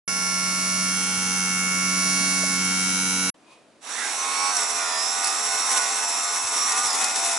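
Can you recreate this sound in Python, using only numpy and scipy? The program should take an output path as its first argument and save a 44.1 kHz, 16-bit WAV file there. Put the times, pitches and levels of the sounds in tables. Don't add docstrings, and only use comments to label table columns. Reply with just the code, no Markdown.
import sys
import numpy as np
from scipy import signal
from scipy.fft import rfft, irfft, next_fast_len
from scipy.io import wavfile
from scipy.ndimage import uniform_filter1d, map_coordinates

SR = 44100
rng = np.random.default_rng(int(sys.argv[2]) if len(sys.argv) > 2 else 0)


def wrap_up_sound(samples):
    columns = np.atleast_2d(samples).T
    tamed = np.clip(columns, -1, 1)
    steps = np.round(tamed * 32767).astype(np.int16)
    wavfile.write(sys.argv[1], SR, steps)


N = 325458
TIME = np.arange(N) / SR
ROOM_ON_S, SWITCH_ON_S, TOUCH_DOWN_S = 3.343, 3.803, 4.523
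FREE_SPEED_HZ = 92.81

# f/Hz, likeness/0-1
HAND_ALIKE = [(60, 0.38), (170, 0.69), (490, 0.85), (1390, 0.73), (3950, 0.53), (11300, 0.68)]
# f/Hz, left minus right/dB
HAND_SIDE = [(600, 1.5), (1100, 0.6), (2000, -2.5), (6300, 0), (11000, 2.3)]


def amp(db):
    return 10 ** (np.asarray(db) / 20)


def unit(x):
    return x / np.sqrt(np.mean(x ** 2) + 1e-20)


def along(points, hz):
    f, values = np.transpose(points)
    return np.interp(np.log(hz + 1), np.log(f + 1), values)


def curves(rows):
    times, *columns = np.transpose(rows)
    return [np.interp(TIME, times, column) for column in columns]


def between(start, end=N / SR):
    return (TIME >= start) & (TIME < end)


def swell(peak_s, peak_db, rise, fall):
    t = TIME - peak_s
    return amp(peak_db + np.minimum(rise * t, -fall * t))


def wobble(rate):
    coarse = np.arange(0, N + 64, 64)
    knots = rng.standard_normal(int(N * rate / SR) + 4)
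    return np.interp(np.arange(N), coarse, map_coordinates(knots, [coarse * rate / SR]))


def filtered(x, response):
    size = next_fast_len(N + SR // 2)
    return irfft(rfft(x, size) * response(np.fft.rfftfreq(size, 1 / SR)), size)[..., :N]


def coloured(x, spectrum):
    return unit(filtered(x, lambda f: amp(along(spectrum, f))))


def resonance(f, hz, width):
    return 1j * f * width / (hz * hz - f * f + 1j * f * width)


def ringing(x, modes, low_hz):
    def response(f):
        power = sum(np.abs(amp(db) * resonance(f, hz, width)) ** 2 for hz, width, db in modes)
        return np.sqrt(power) * f ** 6 / (f ** 6 + low_hz ** 6)
    return unit(filtered(x, response))


def strikes(times, sizes):
    at = np.clip(times * SR, 0, N - 2)
    index, fraction = at.astype(int), at % 1
    return np.bincount(index, sizes * (1 - fraction), N) + np.bincount(index + 1, sizes * fraction, N)


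def pan(side_db):
    return amp(np.array([[.5], [-.5]]) * side_db)


def spread(pair, alike, side):
    def weights(f):
        angle = np.arccos(np.clip(along(alike, f), -1, 1)) / 2
        return np.array([np.cos(angle), np.sin(angle)])
    mid, wide = filtered(pair, weights)
    lead = lambda f: np.exp(np.array([[-1j], [1j]]) * np.pi * f * 12e-6)
    return filtered(np.array([mid + wide, mid - wide]), lambda f: pan(along(side, f)) * lead(f))


def room():
    # f/Hz, relative level/dB
    spectrum = [(24, -55), (40, -31), (112, -19), (256, -8.5), (309, -7), (410, -13), (483, -9.5),
                (720, -10), (791, -15), (11000, -31.5), (14300, -71), (22000, -120)]
    air = coloured(rng.standard_normal((2, N)), spectrum)
    fade_db, = curves([(3.8, -57), (3.95, -69)])
    return spread(air, HAND_ALIKE, HAND_SIDE) * amp(fade_db) * between(ROOM_ON_S)


def grip_rustle():
    # f/Hz, relative level/dB
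    spectrum = [(240, -56), (400, -31), (582, -7), (623, -20), (1040, -6), (1540, -26), (2050, -27),
                (2490, -6.5), (2670, -18), (11000, -29), (14300, -63), (22000, -120)]
    rustle = spread(coloured(rng.standard_normal((2, N)), spectrum), HAND_ALIKE, HAND_SIDE)
    return rustle * swell(peak_s=3.525, peak_db=-50, rise=170, fall=172) * between(ROOM_ON_S)


def knocks():
    # t/s, level/dB, f/Hz, rise/s
    bumps = [(2.435, -26, 620, 0.0026), (4.72, -58, 85, .011), (4.76, -59, 90, 0.0098),
             (4.83, -59, 78, 0.0095), (5.38, -67, 135, 0.0099), (6.44, -50, 104, 0.0086),
             (6.84, -56, 87.9, .011)]
    out, t = np.zeros(N + SR), np.arange(SR // 4) / SR
    for start, db, hz, rise in bumps:
        envelope = amp(db) * t / rise * np.exp(1 - t / rise)
        out[round(start * SR):][:len(t)] += envelope * np.sin(2 * np.pi * hz * t)
    return out[:N]


def shaft(speed, flutter):
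    return np.cumsum(speed * (1 + flutter * wobble(60))) / SR


def scrape(turns, rough, change_rate, orders=135, size=4096):
    pair = np.zeros((2, N))
    for _ in range(3):
        harmonics = np.exp(2j * np.pi * rng.random((2, orders)))
        patterns = irfft(np.pad(harmonics, ((0, 0), (1, 0))), size)
        repeating = np.array([np.interp(turns % 1 * size, np.arange(size), p) for p in patterns])
        pair += wobble(change_rate) * repeating
    pair /= np.sqrt(np.abs(uniform_filter1d(pair ** 2, size)) + 1e-20)
    rough = np.clip(rough, 0, 1)
    return np.sqrt(1 - rough) * pair + np.sqrt(2 * rough) * rng.standard_normal((2, N))


def taps(turns, jitter_turns=.00042, scatter_db=2.5, gap_s=.000728):
    # position/turns, f/Hz, nominal width/Hz, relative level/dB
    loose_parts = [(0.57, 5790, 950, 3.5), (.77, 5640, 530, 3.5), (0.68, 6540, 1200, -7),
                   (1, 7700, 1700, -6), (0.42, 10140, 720, 3), (.9, 10200, 520, -2)]
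    pair, whole_turns = np.zeros((2, N)), np.arange(int(turns[-1]))
    for position, hz, width, db in loose_parts:
        timing, first, second = rng.standard_normal((len(whole_turns), 3)).T
        drifting_turns = turns + .0049 * wobble(2.99)
        times = np.interp(whole_turns + position + jitter_turns * timing, drifting_turns, TIME)
        blows = np.array([strikes(times, amp(scatter_db * first)),
                          strikes(times + gap_s, amp(scatter_db * second))])
        ring = unit(filtered(blows, lambda f: resonance(f, hz, 1.34 * width) ** 2))
        pair += amp(db + .5 * wobble(3.5)) * ring
    return unit(pair)


def idle_rubbing(turns):
    # f/Hz, share/0-1
    fresh = [(95, .6), (280, .9), (600, .55), (2500, .48), (6000, .27), (11000, .22)]
    # f/Hz, relative level/dB
    case = [(30, -25), (85, -6), (130, 0), (220, 3.5), (380, -6), (750, -4.5), (1400, 2.5), (2400, -2),
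            (3300, -4), (4750, -2.5), (5300, 0), (7400, 3.5), (8750, -5), (9300, 5), (11000, -4)]
    rub = filtered(scrape(turns, rough=0, change_rate=1.8), lambda f: np.sqrt(1 - along(fresh, f)))
    rub += filtered(rng.standard_normal((2, N)), lambda f: np.sqrt(along(fresh, f)))
    return coloured(rub * amp(.55 * np.cos(4 * np.pi * turns)), case)


def idle_tones(turns, registers_db):
    # t/s, share/0-1
    microphone_path = [(0, 0), (1.9, 0), (2.65, 0.24), (2.95, 0.87), (3.3, 1)]
    # multiple, relative level/dB at each of the two positions, nominal left minus right/dB
    orders = [(2, -1, -1, 0), (3, -10, -7, 0), (5, -23, -17, -1), (7, -23, -20, 0), (9, -17, -21, 1),
              (12, -11, -15, -3), (14, -17, -14, 1), (15, -7, -3, 0), (16, -14, -12, 2), (19, -17, -16, 1),
              (23, -16, -17, -8), (24, -3, -5, -5), (25, -18, -17, 0), (28, -21, -22, -3),
              (30, -11, -11, -7), (34, -12, -10, -4), (36, -12, -21, -4), (42, -9, 1, -3), (47, -3, -8, 4),
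              (50, -11, -12, -4), (55, -13, -33, -6), (56, -13, -10, -5), (58, -8, -11, 0),
              (61, -13, -12, -2), (62, -15, -10, -2), (63, -15, -21, -7), (64, -8, -6, -7),
              (67, -14, -14, -6), (75, -17, -25, -2), (106, -13, -19, -12)]
    moved, = curves(microphone_path)
    hum_db = registers_db[0]
    tones = np.zeros((2, N))
    for order, first_db, second_db, side_db in orders:
        register = np.digitize(order, [4, 32, 53])
        waver_db = (1.6 if register else .4) * wobble(3.04)
        level_db = registers_db[register] + first_db + moved * (second_db - first_db) + waver_db
        if order == 3:
            level_db += hum_db - hum_db.mean()
        phase = rng.random() + np.array([[-.5], [.5]]) * order * .0037
        tones += pan(1.13 * side_db) * amp(level_db) * np.sin(2 * np.pi * (order * turns + phase))
    return tones


def idling():
    # t/s, f/Hz
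    speed = [(0.1, 92.0), (0.43, 91.9), (0.67, 92.3), (1.16, 92.6), (1.41, 91.8), (2.24, 92.5),
             (2.51, 92.0), (3.05, 93.1), (3.28, 93.1)]
    # t/s, relative level/dB of hum, gear whine, screen ring and rattle
    levels = [(0.1, -38, -30, -47, -30.5), (0.51, -36.5, -30, -42, -29.5), (0.98, -33, -30.5, -36.5, -28.5),
              (1.74, -33, -27.5, -43.5, -29), (2.26, -31.5, -28, -35.5, -27.5), (2.48, -32, -29, -45, -28),
              (2.69, -31, -28.5, -36, -27.5), (2.92, -32, -31.5, -37, -26.5),
              (3.28, -31.5, -28, -39.5, -28)]
    # f/Hz, likeness/0-1
    alike = [(60, 0.97), (170, 0.94), (490, 0.66), (1390, 0.15), (3950, 0.16), (11300, 0.1)]
    # f/Hz, left minus right/dB
    side = [(600, 0), (2000, 0.5), (6300, -3), (11000, -3)]
    turns = shaft(curves(speed)[0], flutter=.000473)
    registers_db = curves(levels)
    tones = amp(2) * idle_tones(turns, registers_db)
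    rattle_db = registers_db[3]
    rattle = amp(rattle_db + 1) * idle_rubbing(turns) + amp(rattle_db - 1.6) * taps(turns)
    return (tones + spread(rattle, alike, side)) * between(.078, 3.301)


def held(start, length, ramp_s=.03):
    t = TIME - start
    return np.clip(np.minimum(t, length - t) / ramp_s + .5, 0, 1)


def run_up(rise_s=.081, creep_hz=10.5, creep_s=.3):
    t = np.maximum(TIME - SWITCH_ON_S, 0)
    return (1 - np.exp(-t / rise_s)) * (FREE_SPEED_HZ - creep_hz * np.exp(-t / creep_s))


def sag(drag, inertia_s=.088):
    keep = np.exp(-1 / (inertia_s * SR))
    return signal.lfilter([1 - keep], [1, -keep], drag)


def gear_chatter(turns, play_cycles=.34, scatter_db=2.5):
    chatter = np.zeros(N)
    for order, db in zip(range(18, 27), [0, -1, -2, -15, -17, -6, 0, -9, -2]):
        gain = amp(db + scatter_db * wobble(28))
        chatter += gain * np.sin(2 * np.pi * (order * turns + play_cycles * wobble(170)))
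    return swell(peak_s=4.035, peak_db=-29.5, rise=48, fall=135) * unit(chatter)


def screen_song(turns, order=68):
    tone = amp(3 * wobble(40)) * np.sin(2 * np.pi * order * turns)
    return swell(peak_s=4.24, peak_db=-30, rise=75, fall=150) * tone


def snips(decay_s=.0061):
    # t/s, relative level/dB
    bobbles = [(4.5514, -13), (4.567, -8.5), (4.6314, -17), (5.2444, -10), (5.2574, -16), (5.2714, -9.5),
               (6.4701, -13), (6.721, -10), (6.8713, -20), (6.9064, -18), (6.931, -12.5), (6.9424, -12),
               (7.043, -6), (7.1596, -9), (7.313, -14)]
    bursts, t = np.zeros((2, N + SR)), np.arange(SR // 20) / SR
    for start, db in bobbles:
        envelope = amp(db - 5.5) * np.exp(-t / decay_s)
        bursts[:, round(start * SR):][:, :len(t)] += envelope * rng.standard_normal((2, len(t)))
    return filtered(bursts[:, :N], lambda f: .55 * resonance(f, 1140, 1400) ** 2
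                    + resonance(f, 5430, 1400) ** 2 + 1.36 * resonance(f, 7500, 6200) ** 2)


def blade_tones(turns, whir_db, hiss_db, contact):
    # multiple, relative level/dB running free, the same under load
    orders = [(8, -12, -15), (9, -7, -12), (10, -11, -15), (11, -10, -14), (12, -3, -13), (13, -22, -13),
              (14, -12, -11), (15, -11, -15), (16, -12, -18), (17, -20, -12), (22, -23, -17),
              (24, -14, -19), (25, -10, -16), (28, -12, -18), (30, -15, -16), (42, -23, -16),
              (48, -13, -21), (55, -14, -28), (61, -10, -16), (62, -8, -22), (64, -16, -17), (65, -21, -14),
              (67, -10, -15), (72, -22, -17), (84, -16, -17), (85, -16, -16), (86, -22, -16),
              (91, -14, -16)]
    emerge_db, = curves([(3.85, -32), (4.05, -10), (4.25, -2), (4.48, 4.5)])
    jog_turns = .0028 * contact * wobble(120)
    pair = np.zeros((2, N))
    for order, free_db, loaded_db in orders:
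        register_db = whir_db if order < 53 else hiss_db
        waver_db = (1.98 + 1.6 * contact) * wobble(11)
        level_db = register_db + emerge_db + free_db + contact * (loaded_db - free_db) + waver_db
        pair += amp(level_db) * np.sin(2 * np.pi * (order * (turns + jog_turns) + rng.random((2, 1))))
    return pair


def wheel_rubbing(turns, speed_share, whir_db, hiss_db):
    # t/s, amount/0-1
    fuzz_amounts = [(4.5, 0), (4.6, 0.4), (5, 0.07), (5.4, 0.39), (5.78, 0.62), (6, 0.28), (6.45, 0.38),
                    (6.9, 0.67), (7.38, 0.63)]
    # f/Hz, width/Hz, relative level/dB
    case_modes = [(249, 71, -3), (444, 28, -1.5), (823, 91, 2), (1060, 630, 2), (1410, 87, -8.5),
                  (2040, 710, -2), (2675, 55, 1.5), (3700, 440, 0), (4360, 220, -6)]
    # f/Hz, width/Hz, relative level/dB
    screen_modes = [(5460, 220, -5), (5820, 350, 1), (6720, 480, -6), (7360, 930, -4.5), (7800, 320, -2.5),
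                    (8300, 360, -5.5), (9820, 590, -2), (10870, 340, -5)]
    fuzz, = curves(fuzz_amounts)
    uneven = np.clip(fuzz + 1 - speed_share, 0, 1)
    clumps_db = uneven * (3.2 * wobble(45) + 1.2 * wobble(500) + 1.6 * wobble(16))
    beat = np.cos(2 * np.pi * turns) + .6 * np.cos(6 * np.pi * turns)
    case_rub = scrape(turns, rough=.59 + .49 * uneven, change_rate=2.5)
    screen_rub = scrape(turns, rough=.38 + .69 * uneven, change_rate=2.5)
    whir = ringing(case_rub * amp(.68 * clumps_db + .76 * beat), case_modes, low_hz=218)
    hiss = ringing(screen_rub * amp(clumps_db + 1.28 * beat), screen_modes, low_hz=2480)
    return amp(whir_db - 1.25 + 3.5 * fuzz) * whir + amp(hiss_db + 5.5 * fuzz) * hiss


def shaving(knit_drag_hz=4.81):
    # t/s, length/s, drag on the shaft rate/Hz, added whir/dB, added hiss/dB
    pushes = [(4.572, 0.04, 11.3, 2, 1.5), (4.636, 0.12, 1.2, -0.8, -1.5), (4.781, 0.203, 7.1, 0.6, -1.5),
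              (5.221, 0.054, 5.8, 1.5, 1.5), (5.483, 0.045, 3.1, -0.8, -1), (5.747, 0.053, 4.54, 2.1, 0.5),
              (6.046, 0.072, 4.17, -0.7, 0.5), (6.206, 0.14, 1.4, -0.8, 0.8), (6.405, 0.11, 2.8, -2.7, -2),
              (6.687, 0.054, 9.0, 1, 1), (6.863, 0.089, 11.0, 1.6, 2), (7.012, 0.064, 5.5, 0.5, -2),
              (7.111, 0.094, 2.0, -0.2, -1), (7.247, 0.11, 3.46, -1, -1.1)]
    # t/s, left minus right/dB
    travel = [(3.8, -7), (4.3, -3.5), (5.2, -3), (6.2, -2.1), (7.3, 0.5)]
    contact = held(TOUCH_DOWN_S, N / SR)
    push_drag_hz, push_whir_db, push_hiss_db = sum(
        np.outer(effects, held(start, length)) for start, length, *effects in pushes)
    free_hz = run_up()
    turns = shaft(free_hz - sag(knit_drag_hz * contact + push_drag_hz), flutter=.002204)
    speed_share = free_hz / FREE_SPEED_HZ
    speed_db = 20 * np.log10(np.maximum(speed_share, .05))
    whir_db = -29.5 + 1.54 * speed_db - 2 * contact + push_whir_db
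    hiss_db = -27.5 + 1.67 * speed_db - .05 * contact + push_hiss_db
    sound = wheel_rubbing(turns, speed_share, whir_db, hiss_db)
    sound[0] += speed_share ** 2 * gear_chatter(turns)
    sound += blade_tones(turns, whir_db + .14, hiss_db + .35, contact) + snips()
    sound[0] += speed_share ** 2 * screen_song(turns)
    return spread(sound, HAND_ALIKE, HAND_SIDE) * pan(curves(travel)[0]) * between(SWITCH_ON_S)


def scene():
    return idling() + shaving() + grip_rustle() + knocks() + room()


def record(dry, top_hz=11040):
    return filtered(dry, lambda f: np.clip((top_hz - f) / 100 + .5, 0, 1))


dry = scene()
out = record(dry)
wrap_up_sound(out)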